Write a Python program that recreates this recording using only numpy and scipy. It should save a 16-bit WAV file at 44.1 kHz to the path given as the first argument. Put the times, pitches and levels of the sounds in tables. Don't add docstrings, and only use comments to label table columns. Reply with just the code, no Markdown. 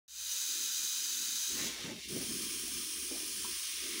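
import sys
import numpy as np
from scipy import signal
from scipy.fft import rfft, irfft
from scipy.io import wavfile

SR = 44100
rng = np.random.default_rng(int(sys.argv[2]) if len(sys.argv) > 2 else 0)


def inscribe(sig):
    pcm = np.round(np.clip(np.atleast_2d(sig).T, -1, 1) * 32767)
    wavfile.write(sys.argv[1], SR, pcm.astype(np.int16))


N = 176400
T = np.arange(N) / SR

# pitch_hz, gain_db, t60_s
TUB_MODES = [(105, -4.5, 0.083), (143, -2.5, 0.07), (168.3, -1.5, 0.1), (216, 11, 0.045), (252, -1, 0.079),
             (310, -3, 0.057), (404, -15, 0.045)]


def first_jet():
    # time_s, level_db
    flow = [(.08, -38.5), (.35, -36), (.8, -35.5), (1.25, -36), (1.57, -36), (1.68, -40), (1.75, -54.5),
            (1.9, -67), (2.05, -75)]
    # freq_hz, gain_db
    spectrum = [(780, -43), (1000, -23.5), (1230, -23), (1500, -14), (1640, -18.5), (2320, -19.5),
                (2430, -12.5), (2820, -17.5), (3020, -12), (3390, -13), (3850, -6), (4400, -10),
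                (5130, -7.5), (5500, -12), (6390, -1), (6930, -7.5), (7860, -9), (8140, -15), (8930, -10),
                (13400, -19), (14700, -10.5), (15700, -11)]
    # pitch_hz, gain_db
    modes = [(3020, -65), (3127, -65), (3792, -60), (4122, -62), (4520, -63), (4748, -60), (4946, -56),
             (5035, -56), (5275, -62), (5855, -56), (6200, -57), (6409, -56), (6633, -58), (6918, -61),
             (7591, -60)]
    return level(flow) * spray(spectrum, modes, ring_db=-11.5, per_s=22000, sputter_db=.74, rate_hz=160)


def second_jet():
    # time_s, level_db
    flow = [(2.06, -75), (2.088, -42.5), (2.17, -39.5), (2.38, -38), (2.9, -38.5), (3.3, -38.5), (3.6, -38),
            (3.75, -40), (4.0, -40)]
    # freq_hz, gain_db
    spectrum = [(840, -45), (990, -16), (1150, -13.5), (1410, -15.5), (1860, -10.5), (2140, -11),
                (2400, -4.5), (2700, -7.5), (3200, -2), (3680, -6), (4370, -3.5), (4740, -6), (5250, -1),
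                (6470, -1), (7010, -6.5), (7770, -8), (9240, 1), (11000, -5.5), (12200, -12.5),
                (13700, -13), (14700, -6.5), (15700, -1.5)]
    # pitch_hz, gain_db
    modes = [(2476, -63), (3135, -59.5), (3270, -65), (4533, -65), (4930, -65), (5115, -63), (5281, -62),
             (7418, -65), (8750, -64), (9060, -63), (9308, -62)]
    return level(flow) * spray(spectrum, modes, ring_db=-13, per_s=24000, sputter_db=.66, rate_hz=90)


def spray(spectrum, modes, ring_db, per_s, sputter_db, rate_hz):
    sputter = from_db(sputter_db * drift(rate_hz))
    on_wall = sputter * rng.standard_normal(N)
    ringing = sum(from_db(db) * resonate(on_wall, hz, t60_s=.16) for hz, db in modes)
    hiss = colour(drum_echo(sputter * drops(per_s, spread_db=2.5)), spectrum)
    return hiss + from_db(ring_db) * rms_one(ringing)


def splash():
    # time_s, level_db
    wall_level = [(1.48, -60), (1.6, -43), (1.68, -41), (1.76, -43.5), (1.87, -44), (1.94, -49),
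                  (2.025, -47), (2.04, -44), (2.09, -49), (2.18, -52.5), (2.35, -55), (3.35, -62),
                  (3.65, -46), (3.8, -45), (4.0, -44.5)]
    # freq_hz, gain_db
    wall_spectrum = [(1900, -4), (2400, -0.5), (3200, 3), (4300, 2), (5200, 1), (6500, -0.5), (7800, -7),
                     (9500, -7.5), (11000, -7), (13500, -25), (14800, -6), (15700, -15)]
    # time_s, level_db
    pool_level = [(1.48, -70), (1.55, -55), (1.6, -46.5), (1.68, -55), (1.78, -54), (1.87, -50.5),
                  (1.95, -59.5), (2.03, -67), (2.09, -68), (2.13, -60), (2.2, -57), (2.28, -61),
                  (3.35, -76), (3.44, -56), (3.52, -60.5), (3.75, -58.5), (4.0, -51.5)]
    # freq_hz, gain_db
    pool_spectrum = [(850, -48), (1050, 3), (1350, 1), (1700, 6), (2300, 5), (2800, -5)]
    wall = colour(drum_echo(drops(per_s=5000, spread_db=0)), wall_spectrum)
    pool = colour(drum_echo(drops(per_s=1900, spread_db=3)), pool_spectrum)
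    return level(wall_level) * wall + level(pool_level) * pool


def drumming():
    # time_s, level_db
    force_level = [(.08, -76), (.45, -72.5), (.51, -63.5), (.61, -60.5), (.73, -73.5), (.83, -58.5),
                   (.91, -74), (1.0, -69), (1.1, -70.5), (1.2, -65), (1.28, -74.5), (1.36, -68.5),
                   (1.465, -81), (1.485, -58.5), (1.62, -50.5), (1.78, -54.5), (1.83, -49.5), (1.89, -47.5),
                   (1.98, -52.5), (2.03, -73.5), (2.09, -52.5), (2.16, -42), (2.26, -54.5), (2.355, -50.5),
                   (2.42, -54.5), (2.71, -59), (2.76, -52.5), (2.9, -57), (3.0, -53), (3.085, -56),
                   (3.17, -50.5), (3.31, -55.5), (3.41, -55.5), (3.51, -54.5), (3.59, -71.5), (3.8, -61),
                   (3.84, -56), (4.0, -48)]
    # freq_hz, gain_db
    spectrum = [(60, -37), (110, -50), (165, -18.5), (212, 3.5), (270, 1), (350, 4.5), (420, -1),
                (500, -17), (650, -79)]
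    # time_s, gain_db
    boom_weight = [(.6, -5.5), (1.3, 11), (1.5, 3), (1.65, 7.5), (1.77, -15), (1.85, 5.5), (2.8, 4),
                   (2.95, -25), (3.3, -9), (3.38, 1), (3.8, -14)]
    swell_db, deep_db, split_hz = 1.5, -6.5, 266
    force = level(force_level)
    swells = from_db(swell_db * drift(rate_hz=2.6))
    weight = from_db(np.interp(T, *np.transpose(boom_weight)))
    patter = colour(drops(per_s=500, spread_db=.5), spectrum)
    boom = band(band(patter, split_hz, "low"), split_hz, "low")
    knocking = band(band(patter, split_hz, "high"), split_hz, "high")
    ringing = sum(from_db(db) * resonate(drops(per_s=360, spread_db=.5), hz, t60_s)
                  for hz, db, t60_s in TUB_MODES[:3])
    deep = from_db(deep_db) * weight * steeper(force, power=1.5) * rms_one(ringing)
    return force * swells * (weight * boom + knocking) + deep


def thumps():
    # start_s, level_db
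    hits = [(1.826, -39), (1.886, -36), (2.097, -20), (2.143, -32), (2.155, -28), (2.29, -19), (2.346, -44),
            (2.738, -40)]
    return band(strike(hits, TUB_MODES), hz=(110, 620), kind="band")


def lid():
    # start_s, level_db
    knock_hits = [(3.109, -26), (3.831, -38)]
    # pitch_hz, gain_db, t60_s
    knock_modes = [(276, 6, 0.18), (333, 8, 0.12), (473, -2.5, 0.12), (576, -4, 0.1), (695, -16, 0.059),
                   (824, -12, 0.067)]
    # pitch_hz, gain_db, t60_s
    clack_modes = [(920, -12, 0.06), (992, 10, .1), (1070, 11, 0.066), (1325, 4, 0.074), (1600, -11, .05)]
    # start_s, level_db
    clack_hit = (3.445, -28)
    rattle_db, knock_cut_hz, clack_cut_hz = -7, 240, 880
    hits = np.array([strike(knock_hits, knock_modes), strike([clack_hit], clack_modes)])
    rattle = noise_tail(t60_s=.09, samples=SR // 4)
    tails = signal.fftconvolve(hits, rattle[None], axes=1)[:, :N]
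    knocks, clack = hits + from_db(rattle_db) * tails
    clack = band(band(clack, clack_cut_hz, "high"), clack_cut_hz, "high")
    return band(knocks, knock_cut_hz, "high") + clack


def gurgle():
    # time_s, level_db
    surge = [(.08, -81), (1.45, -89), (1.6, -56.5), (1.75, -63.5), (1.91, -58), (2.0, -68), (2.06, -88),
             (2.16, -55), (2.35, -73), (2.8, -82.5), (3.09, -80), (3.15, -58.5), (3.33, -80.5), (4.0, -77)]
    low_hz = [490.6, 561, 620]
    high_hz = [710, 819, 928]
    force = level(surge)
    low, high = (sum(resonate(drops(per_s=70, spread_db=3.5), hz, t60_s=.086) for hz in pitches)
                 for pitches in (low_hz, high_hz))
    return force * rms_one(low) + from_db(-.5) * steeper(force, power=1.27) * rms_one(high)


def bubbles():
    # start_s, pitch_hz, peak_db
    notes = [(.345, 523, -63), (1.895, 869, -54.5), (2.665, 712, -60), (3.85, 616, -59.5)]
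    swell_s = .016
    out = np.zeros(N)
    for start_s, hz, db in notes:
        age = np.maximum(T - start_s, 0) / swell_s
        envelope = (age * np.exp(1 - age)) ** 2
        out += from_db(db) * envelope * np.sin(2 * np.pi * hz * (T - start_s))
    return out


def hum():
    # time_s, level_db
    hum_level = [(.08, -68), (.28, -67.5), (.36, -89), (.6, -86), (.8, -75), (.88, -92), (1.47, -99),
                 (1.53, -61), (1.98, -74), (2.04, -66), (2.14, -63), (2.4, -68), (2.82, -63.5), (2.9, -78),
                 (3.0, -65.5), (3.38, -71.5), (3.5, -65), (3.69, -74), (3.78, -66), (4.0, -77)]
    pitch_hz, wander, waver_db = 64.6, .05, 3.5
    hz = pitch_hz * (1 + wander * drift(rate_hz=13.6))
    tone = rms_one(np.sin(2 * np.pi * np.cumsum(hz) / SR))
    return level(hum_level) * from_db(waver_db * drift(rate_hz=35)) * tone


def drum_echo(x):
    echoes = signal.fftconvolve(x, noise_tail(t60_s=.23, samples=SR // 2))[:N]
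    return rms_one(x + from_db(-4) * band(echoes, hz=9300, kind="low"))


def drops(per_s, spread_db):
    sizes = from_db(spread_db * np.minimum(rng.exponential(1, N), 4)) * rng.choice([-1, 1], N)
    return rms_one(sizes * (rng.random(N) < per_s / SR))


def strike(hits, modes):
    rise_cycles = 1.2
    age_s = T[:SR // 4]
    blow = np.zeros(len(age_s))
    for hz, db, t60_s in modes:
        rise = 1 - np.exp(-(age_s * hz / rise_cycles) ** 2)
        blow += rise * from_db(db - 60 * age_s / t60_s) * np.sin(2 * np.pi * hz * age_s)
    out = sum(from_db(db) * np.interp(T - start_s, age_s, blow, left=0, right=0) for start_s, db in hits)
    mode_gains = from_db(np.array(modes)[:, 1])
    return out / np.linalg.norm(mode_gains) / 2


def resonate(x, hz, t60_s):
    radius, angle = from_db(-60 / (t60_s * SR)), 2 * np.pi * hz / SR
    ringing = signal.lfilter([0, np.sin(angle)], [1, -2 * radius * np.cos(angle), radius ** 2], x + 1e-18)
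    return rms_one(band(ringing, [hz * .85, hz / .85], "band"))


def noise_tail(t60_s, samples):
    tail = rng.standard_normal(samples) * np.exp(-np.log(1000) * T[:samples] / t60_s)
    return tail / np.linalg.norm(tail)


def colour(x, spectrum):
    hz = np.maximum(np.arange(N // 2 + 1) * SR / N, 1)
    points_hz, db = np.transpose(spectrum)
    gain = from_db(np.interp(np.log(hz), np.log(points_hz), db))
    skirts = np.minimum(hz / points_hz[0], 1) ** 10 * np.minimum(points_hz[-1] / hz, 1) ** 2
    return rms_one(irfft(rfft(x) * gain * skirts, N))


def drift(rate_hz):
    hz = np.arange(N // 2 + 1) * SR / N
    return rms_one(irfft(rfft(rng.standard_normal(N)) / (1 + (hz / rate_hz) ** 2), N))


def band(x, hz, kind):
    return signal.sosfilt(signal.butter(2, hz, kind, fs=SR, output="sos"), x)


def level(rows):
    return from_db(np.interp(T, *np.transpose(rows), left=-120))


def steeper(force, power):
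    return force.max() * (force / force.max()) ** power


def from_db(db):
    return 10 ** (np.asarray(db) / 20)


def rms_one(x):
    return x / np.sqrt(np.mean(x ** 2) + 1e-20)


def scene():
    jets = first_jet() + second_jet()
    tub = drumming() + gurgle() + bubbles() + thumps()
    return np.tile(jets + splash() + tub + hum() + lid(), (2, 1))


def record(dry):
    start_s, fade_s, floor_db, cutoff_hz = .07, .27, -24, 15780
    fade = np.clip(from_db(floor_db) + (T - start_s) / fade_s, 0, 1) * (T > start_s)
    low_pass = signal.firwin(801, cutoff_hz, fs=SR, window="blackman")
    return signal.fftconvolve(dry * fade, low_pass[None], mode="same", axes=1)


dry = scene()
out = record(dry)
inscribe(out)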